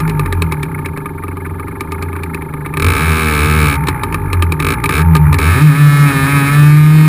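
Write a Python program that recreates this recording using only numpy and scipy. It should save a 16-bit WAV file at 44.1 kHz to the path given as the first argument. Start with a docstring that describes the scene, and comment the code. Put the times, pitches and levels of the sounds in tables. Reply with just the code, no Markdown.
"""A small two-stroke motorbike runs down to a popping idle, then is revved four times on a snowy road.
Every crank turn pumps a puff through airbox and exhaust; only turns that fire add a sharp crack.
The piston rattles in between; chain, tyres and air rush underneath.
A camera on the bike limits the peaks, samples at a low rate and holds each sample, which mirrors the
sound into a gritty treble."""
import sys
import numpy as np
from scipy import signal
from scipy.fft import rfft, irfft
from scipy.io import wavfile
from scipy.ndimage import uniform_filter1d

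SR = 44100
rng = np.random.default_rng(int(sys.argv[2]) if len(sys.argv) > 2 else 0)


def store_wav(level_fs):
    """Save 16-bit WAV to argv[1]."""
    pcm = np.round(np.clip(np.atleast_2d(level_fs), -1, 1) * 32767)
    wavfile.write(sys.argv[1], SR, pcm.T.astype(np.int16))


N = 312224
TIME = np.arange(N) / SR   # [s]


def from_db(db):
    """Decibels to gain."""
    return 10 ** (np.asarray(db) / 20)


def in_time(rows):
    """Interpolate each column of a time table at every sample."""
    time_s, *columns = np.transpose(rows)
    return [np.interp(TIME, time_s, column) for column in columns]


def at_speed(rows, speed):
    """Read a (crank speed, level) table at the crank speed."""
    turns_per_s, db = np.transpose(rows)
    return np.interp(speed, turns_per_s, db)


def rms_one(x):
    """Scale to unit power."""
    return x / np.sqrt(np.mean(x ** 2) + 1e-20)


def evened(x, size=2600):
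    """Unit power from moment to moment; detail shorter than the window [samples] keeps its shape."""
    power = uniform_filter1d(uniform_filter1d(x ** 2, size), size)
    return x / np.sqrt(np.abs(power) + 1e-14)


def cut(x, hz, kind, order=2):
    """Butterworth low-pass or high-pass."""
    return signal.sosfilt(signal.butter(order, hz, kind, fs=SR, output="sos"), x)


def resonate(x, modes):
    """Parallel two-pole resonances with alternating signs."""
    out = 0
    for k, (hz, width_hz, db) in enumerate(modes):
        radius = np.exp(-np.pi * width_hz / SR)
        poles = [1, -2 * radius * np.cos(2 * np.pi * hz / SR), radius ** 2]
        gain = (-1) ** k * from_db(db) * (1 - radius ** 2) / 2
        out = out + gain * signal.lfilter([1, 0, -1], poles, x + 1e-18)
    return out


def clicks(times_s, sizes):
    """Impulses placed between samples."""
    at = np.clip(times_s * SR, 0, N - 2)
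    out = np.zeros(N)
    np.add.at(out, at.astype(int), sizes * (1 - at % 1))
    np.add.at(out, at.astype(int) + 1, sizes * (at % 1))
    return out


def gush(pulses, decay_s, rise_s=0.00011):
    """Turbulence after each pulse: noise that swells briefly and dies, with about the pulse's energy."""
    decay, swell = np.exp(-1 / (np.array([decay_s, rise_s]) * SR))
    envelope = signal.lfilter([np.sqrt(1 - decay ** 2)], [1, -decay], pulses + 1e-18)
    return signal.lfilter([1 - swell], [1, -swell], envelope) * rng.standard_normal(N)


def scatter(x, delays_s=(0.0009, 0.0014, 0.0023), reflection=0.38):
    """Reflections between the baffles, as all-passes, spread a pulse in time alike on every turn."""
    for delay_s in delays_s:
        poles = np.r_[1, np.zeros(int(delay_s * SR)), -reflection]
        x = signal.lfilter(poles[::-1], poles, x + 1e-18)
    return x


# chain, tyres and air, relative spectral density: (frequency [Hz], level [dB per Hz])
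ROLLING_SPECTRUM = [(20, -7), (60, 4), (200, 4), (400, -0.5), (680, -17.5), (950, -10), (1300, -17.5),
                    (2000, -29), (2500, -49), (2900, -33.5), (4000, -31), (5800, -48)]


def rolling(speed):
    """A smooth rush of chain, tyres and air: shaped noise that grows with crank speed."""
    hz, db = np.transpose(ROLLING_SPECTRUM)
    bins_hz = np.maximum(np.arange(N // 2 + 1) * SR / N, 1)
    shape = from_db(np.interp(np.log(bins_hz), np.log(hz), db))
    rush = irfft(rfft(rng.standard_normal(N)) * shape, N)
    return from_db(-31.0 + 1.85 * np.log2(speed / speed.min())) * rms_one(rush)


# shake of the unbalanced crank: (crank speed [turns/s], level [dB])
SHAKE_LEVEL = [(22, -42), (34, -49), (44, -23), (54, -26), (68, -38), (72, -23), (78, -39), (100, -86)]


def shake(angle, speed):
    """The unbalanced crank shakes the frame once a turn, at a level that depends on speed."""
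    return from_db(at_speed(SHAKE_LEVEL, speed)) * np.sqrt(2) * np.cos(2 * np.pi * angle)


# piston rattle resonances: (frequency [Hz], width [Hz], relative level [dB])
PISTON_MODES = [(2160, 92, 8.5), (2510, 380, -14.5), (1854, 330, -2.5), (1200, 174, 9)]


def piston(angle, speed, slap_turn=0.849, width_turn=0.11, spread_db=3.84):
    """The piston rattles across the bore shortly before each port opening."""
    turn = (angle - angle.min() // 1).astype(int)
    strength = from_db(spread_db * rng.standard_normal(turn.max() + 1))[turn]
    gate = np.exp(-0.5 * ((angle % 1 - slap_turn) / width_turn) ** 2)
    ringing = evened(resonate(rng.standard_normal(N), PISTON_MODES), size=160)
    rattle = cut(ringing, 2800, "low", order=6)
    level = from_db(-31 + 3.65 * np.log2(speed / speed.min()))
    return level * strength * gate * rattle


# throttle held open, every turn fires: (opens [s], closes [s], relative crack level [dB])
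OPEN_THROTTLE = [(2.785, 3.755, -19.5), (4.615, 4.748, -20), (4.9, 5.027, -19.5), (5.395, 7.1, -18.5)]


def throttle():
    """1 while the throttle is open, 0 while it is closed, with smoothed edges."""
    held_open = sum((TIME > opens_s) * (TIME < closes_s) for opens_s, closes_s, _ in OPEN_THROTTLE)
    return np.clip(uniform_filter1d(held_open.astype(float), size=1300), 0, 1)


def firing_strength(turn_s, edge_s=0.044, edge_db=-6.5):
    """Crack size on each turn: weaker near opening and closing, zero while the throttle is closed."""
    sizes = 0
    for opens_s, closes_s, db in OPEN_THROTTLE:
        inside_s = np.minimum(turn_s - opens_s, closes_s - turn_s)
        edge = np.clip(1 - inside_s / edge_s, 0, 1)
        sizes = sizes + (inside_s > 0) * from_db(db + edge_db * edge)
    return sizes


def puffs(turn_s, spread_db, turbulence, decay_s):
    """One uneven puff each time the port opens, trailed by turbulence."""
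    pulses = clicks(turn_s, from_db(spread_db * rng.standard_normal(len(turn_s))))
    return pulses + turbulence * gush(pulses, decay_s)


# boom resonances: (frequency [Hz], width [Hz], relative level [dB])
AIRBOX_MODES = [(86.9, 6.5, 2), (85, 33.3, -11)]
EXHAUST_MODES = [(149.56, 7.3, 2), (165.3, 7, -2.5), (125.8, 12, -9.5)]
# relative loudness of the booms over time: (time [s], airbox level [dB], exhaust level [dB])
BOOM_LEVEL = [(0.0, -2, 2), (1.0, -1, 1.5), (1.55, 5, -0.5), (2.1, -2, 0), (2.85, 4, 5), (3.18, -6, -7),
              (3.55, -0.5, -0.5), (3.85, -3.5, 4), (4.1, -1.5, -9), (4.42, 2.5, -0.5), (4.75, -2.5, 4),
              (5.25, 0.5, 0.5), (7.08, 2, -2.5)]


def boom(turn_s, speed, racing, cruise_turns_per_s=76.7, port_open_turns=0.13, second_puff=0.41):
    """Airbox and exhaust swell whenever a multiple of the crank speed meets their resonance."""
    octaves = np.log2(speed / cruise_turns_per_s)
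    airbox_trim_db, exhaust_trim_db = in_time(BOOM_LEVEL)
    airbox_db = 49.5 + 4.5 * octaves - 25 * racing + airbox_trim_db
    exhaust_db = 43.5 + 6 * octaves - 6 * throttle() + 3 * racing + exhaust_trim_db

    intake = puffs(turn_s, spread_db=1.0, turbulence=0.23, decay_s=0.027)
    # the intake draws again, more weakly, after each puff
    intake = intake + second_puff * np.interp(TIME - port_open_turns / speed, TIME, intake, left=0)
    airbox = cut(resonate(from_db(airbox_db) * intake, AIRBOX_MODES), 190, "low", order=4)

    outlet = puffs(turn_s, spread_db=0.3, turbulence=0.25 - 0.077 * racing, decay_s=0.015)
    exhaust = cut(resonate(from_db(exhaust_db) * outlet, EXHAUST_MODES), 196.5, "low", order=4)
    return airbox + exhaust


# resonances of silencer, untuned pipe, pipe in tune: (frequency [Hz], width [Hz], relative level [dB])
SILENCER_MODES = [(238.6, 52, -8), (274.7, 24, 6.5), (313, 54, -3.5), (394.2, 25.8, 5), (415, 29.5, -5),
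                  (513, 28, -17.5)]
PIPE_MODES = [(843, 31, 8.5), (910.4, 14.2, 14.5), (1028, 7.7, 6), (1190, 36, 5.5), (1269, 63, -1),
              (1370, 85, -3), (1647, 58, -3.5), (1706, 20, 2.5), (2400, 83, -4)]
TUNED_PIPE_MODES = [(844, 310, -5.5), (1240, 60, 6.5), (1292, 34, 8.5), (1558, 140, 7), (1616, 144, 7.5),
                    (1754.4, 58, 8.5), (2157, 36, 4), (2423, 44, 5.5), (610, 150, -12)]
# drone peaks where twice the crank speed meets the silencer: (crank speed [turns/s], base level [dB])
DRONE_LEVEL = [(22, -31), (50, -29.5), (80, -32.5), (110, -34), (135, -25), (141, -24), (145, -33),
               (150, -27), (157, -28.5)]
# pipe rises from idle, steady at 70 to 144 turns/s, weaker above: (crank speed [turns/s], base level [dB])
PIPE_LEVEL = [(22, -35), (40, -30), (70, -25), (110, -24), (137, -25), (144, -24), (150, -28), (157, -30.5)]


def pumping(turn_s, speed, racing, drone_open_db=7, pipe_open_db=6.5):
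    """Puffs drone in the silencer and rasp in the pipe; with open throttle the pipe tunes in and sings."""
    is_open = throttle()
    drone_db = at_speed(DRONE_LEVEL, speed) + drone_open_db * is_open
    pipe_db = at_speed(PIPE_LEVEL, speed) + pipe_open_db * is_open

    low = puffs(turn_s, spread_db=0.8, turbulence=0.3 - 0.1 * racing, decay_s=0.01)
    drone = cut(resonate(low, SILENCER_MODES), 273, "high", order=4)
    drone = cut(drone, 437, "low", order=4)
    # fast puffs merge and lose their edge
    drone = (1 - racing) * drone + racing * cut(drone, 237, "low")

    high = puffs(turn_s, spread_db=1.8, turbulence=0.6, decay_s=0.012)
    rasp = cut(resonate(high, PIPE_MODES), 630, "high", order=4)
    rasp = cut(rasp, 2970, "low", order=4)

    clean = puffs(turn_s, spread_db=0.7, turbulence=0.16, decay_s=0.005)
    song = cut(resonate(clean, TUNED_PIPE_MODES), 590, "high")
    song = cut(song, 2690, "low", order=4)

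    tuned = is_open * (0.9 + 0.1 * racing)
    pipe = np.sqrt(np.abs(1 - tuned)) * evened(rasp) + from_db(0.5) * np.sqrt(tuned) * evened(song)
    return from_db(drone_db) * evened(drone) + from_db(pipe_db) * pipe


# expansion chamber resonances: (frequency [Hz], width [Hz], relative level [dB])
CHAMBER_MODES = [(374, 53.7, 7), (885, 21, 7), (1206, 77, 15.5), (1234.3, 57, 13), (1600, 53, 3),
                 (1680, 165, 6), (1718, 91, 10), (2203, 126, 6), (2360, 222, 7), (2547, 221, 4),
                 (2870, 330, -7.5), (3160, 250, -7.5), (3860, 530, -6.5), (4115, 230, -15.5),
                 (4283, 42, -14), (4870, 215, -11.5), (5120, 420, -11.5)]


def chamber(blast, echo_s=0.0038, echo=0.35):
    """A blowdown rings the expansion chamber and comes back, duller, from its end cone."""
    back = np.interp(TIME - echo_s, TIME, cut(blast, 3040, "low"), left=0)
    ringing = cut(resonate(blast + echo * back, CHAMBER_MODES), 172, "high")
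    return cut(ringing, 5600, "low", order=4)


def putts(turn_s, speed, idle_turns_per_s=33, chance=0.45, putt_db=-24.5, recharge_s=0.049):
    """Weak firings on random idling turns with no pop near: rows (time [s], relative level [dB])."""
    apart_s = np.abs(turn_s[:, None] - np.array(STRAY_FIRINGS)[:, 0]).min(axis=1)
    idling = np.interp(turn_s, TIME, speed) < idle_turns_per_s
    fires = idling & (apart_s > recharge_s) & (rng.random(len(turn_s)) < chance)
    return np.c_[turn_s, putt_db + 1.5 * rng.standard_normal(len(turn_s))][fires]


# lone firings on a closed throttle: (time [s], relative level [dB])
STRAY_FIRINGS = [(0.0014, -6.5), (0.0763, -10.5), (0.0955, -8), (0.194, -6.5), (0.2587, -14), (0.3251, -7),
                 (0.42, -3.5), (0.5214, -5.5), (0.63, -6.5), (0.8579, -10), (0.974, -16), (1.057, -20),
                 (1.369, -25), (1.4626, -26), (1.5959, -23.5), (1.8066, -10), (1.919, -8), (2.0239, -8),
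                 (2.1284, -24), (2.163, -22), (2.2334, -11.5), (2.3446, -10.5), (2.5373, -23.5),
                 (2.6598, -14), (2.7376, -16), (2.77, -6.5), (3.8709, -6.5), (3.8847, 0.5), (4.0337, -4),
                 (4.124, -12), (4.143, -6), (4.3294, -3), (4.4227, -0.5), (4.5205, -4.5), (4.5998, -2.5),
                 (4.8391, -4), (4.8571, -4), (4.8912, -0.5), (5.1514, -0.5), (5.166, -5.5), (5.3278, -4),
                 (5.3421, -3), (5.386, 0)]


def pops(turn_s, speed, soft_hz=1900, soft_db=-24, hard_db=-10):
    """Stray firings on the overrun; weak ones burn slowly and dully, all leave the silencer ringing."""
    time_s, db = np.transpose(np.vstack([STRAY_FIRINGS, putts(turn_s, speed)]))
    hard = np.clip((db - soft_db) / (hard_db - soft_db), 0.4, 1)
    pulses = clicks(time_s, from_db(db) * hard)
    dull = clicks(time_s, from_db(db) * (1 - hard))
    crack = 0.3 * pulses + gush(pulses, decay_s=0.0025) + 0.35 * gush(pulses, decay_s=0.01)
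    thud = cut(dull + gush(dull, decay_s=0.0056), soft_hz, "low")
    shove = clicks(time_s, np.sqrt(from_db(db)))
    ringing = from_db(27) * cut(resonate(shove, SILENCER_MODES), 1400, "low")
    return from_db(23.5) * chamber(crack + 5.2 * thud) + ringing


# silencer body, rung by open-throttle firings below racing speed:
# (frequency [Hz], width [Hz], relative level [dB])
BODY_MODES = [(234, 16, 2.5), (444, 20, 3)]


def under_power(turn_s, speed, racing, racing_crack_db=-3, body_db=21):
    """Open throttle: every turn cracks and hisses; at racing speed the cracks merge into a scream."""
    sizes = firing_strength(turn_s) * from_db(racing_crack_db * np.interp(turn_s, TIME, racing))
    unevenness = from_db(0.6 * rng.standard_normal(len(turn_s)))
    # scaled so that power does not rise with the firing rate
    per_turn = np.sqrt(SR / np.interp(turn_s, TIME, speed))
    pulses = clicks(turn_s, sizes * unevenness * per_turn)
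    crack = 0.7 * (1 - 0.89 * racing) * pulses + (0.28 + 0.15 * racing) * scatter(pulses)
    turbulence = (0.19 - 0.06 * racing) * gush(pulses, decay_s=0.004)
    hiss = (0.3 - 0.15 * racing) * cut(gush(pulses, decay_s=0.005), 2700, "high", order=4)
    scream = 0.6 * racing * cut(scatter(scatter(pulses)), 2700, "high", order=4)
    body = from_db(body_db) * (1 - racing) * cut(resonate(pulses, BODY_MODES), 520, "low")
    return from_db(14.5) * chamber(crack + turbulence + hiss + scream) + body


# crank speed before rounding: (time [s], speed [turns/s])
CRANK_SPEED = [(0.0, 54.5), (0.7, 32.1), (1.1, 22.0), (1.76, 23.3), (2.01, 29.8), (2.71, 23.4), (2.88, 53),
               (3.04, 84.4), (3.11, 78.5), (3.2, 80), (3.37, 73), (3.56, 78.3), (3.68, 71.3), (3.79, 70),
               (4.3, 44.7), (4.59, 37.3), (4.73, 62), (4.88, 55.7), (5.01, 84.5), (5.39, 67), (5.47, 87),
               (5.58, 138), (5.635, 159), (5.715, 134.5), (5.785, 147), (5.86, 145), (6.03, 144.3),
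               (6.15, 135), (6.23, 135.3), (6.32, 143), (6.42, 138.5), (6.54, 145.7), (6.94, 155),
               (7.08, 154.7)]


def crank():
    """Crank speed [turns/s], rounded by the flywheel, and angle [turns]; pops fall on whole turns."""
    speed = uniform_filter1d(in_time(CRANK_SPEED)[0], size=1300)
    angle = np.cumsum(speed) / SR
    pop_s = np.array(STRAY_FIRINGS)[:, 0]
    offset = np.unwrap(np.interp(pop_s, TIME, angle) % 1, period=1)
    return speed, angle - np.interp(TIME, pop_s, offset)


def scene():
    """All sources follow the one crankshaft."""
    speed, angle = crank()
    turn_s = np.interp(np.arange(np.ceil(angle[0]), angle[-1]), angle, TIME)
    racing = np.clip((speed - 72) / 55, 0, 1)   # 0 up to 72 turns/s, 1 from 127
    background = rolling(speed) + shake(angle, speed) + piston(angle, speed)
    engine = boom(turn_s, speed, racing) + pumping(turn_s, speed, racing)
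    firings = pops(turn_s, speed) + under_power(turn_s, speed, racing)
    return (background + engine + firings)[None]


def limiter(x, limit_db=0.76, release_db_per_s=22):
    """Peaks pull the gain down at once; it recovers slowly."""
    over_db = np.maximum(20 * np.log10(np.abs(x) + 1e-9) - limit_db, 0)
    recovery_db = release_db_per_s * TIME
    held_db = np.maximum.accumulate(over_db + recovery_db, axis=1) - recovery_db
    return x * from_db(-uniform_filter1d(held_db, size=200))


def record(dry, sampler_hz=12000, cutoff_hz=15400):
    """Limiter, then slow sampling with overload; holding mirrors the spectrum around the sampling rate."""
    slow = signal.resample_poly(limiter(dry), sampler_hz, SR, axis=1, window=("kaiser", 4))
    sampled = np.clip(slow, -1, 1)
    held = np.repeat(sampled, 4, axis=1)
    held = signal.resample_poly(held, SR, 4 * sampler_hz, axis=1)[:, :N]
    low_pass = signal.firwin(301, cutoff_hz, fs=SR)[None]
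    return signal.fftconvolve(held, low_pass, "same", axes=1)


dry = scene()
out = record(dry)
store_wav(out)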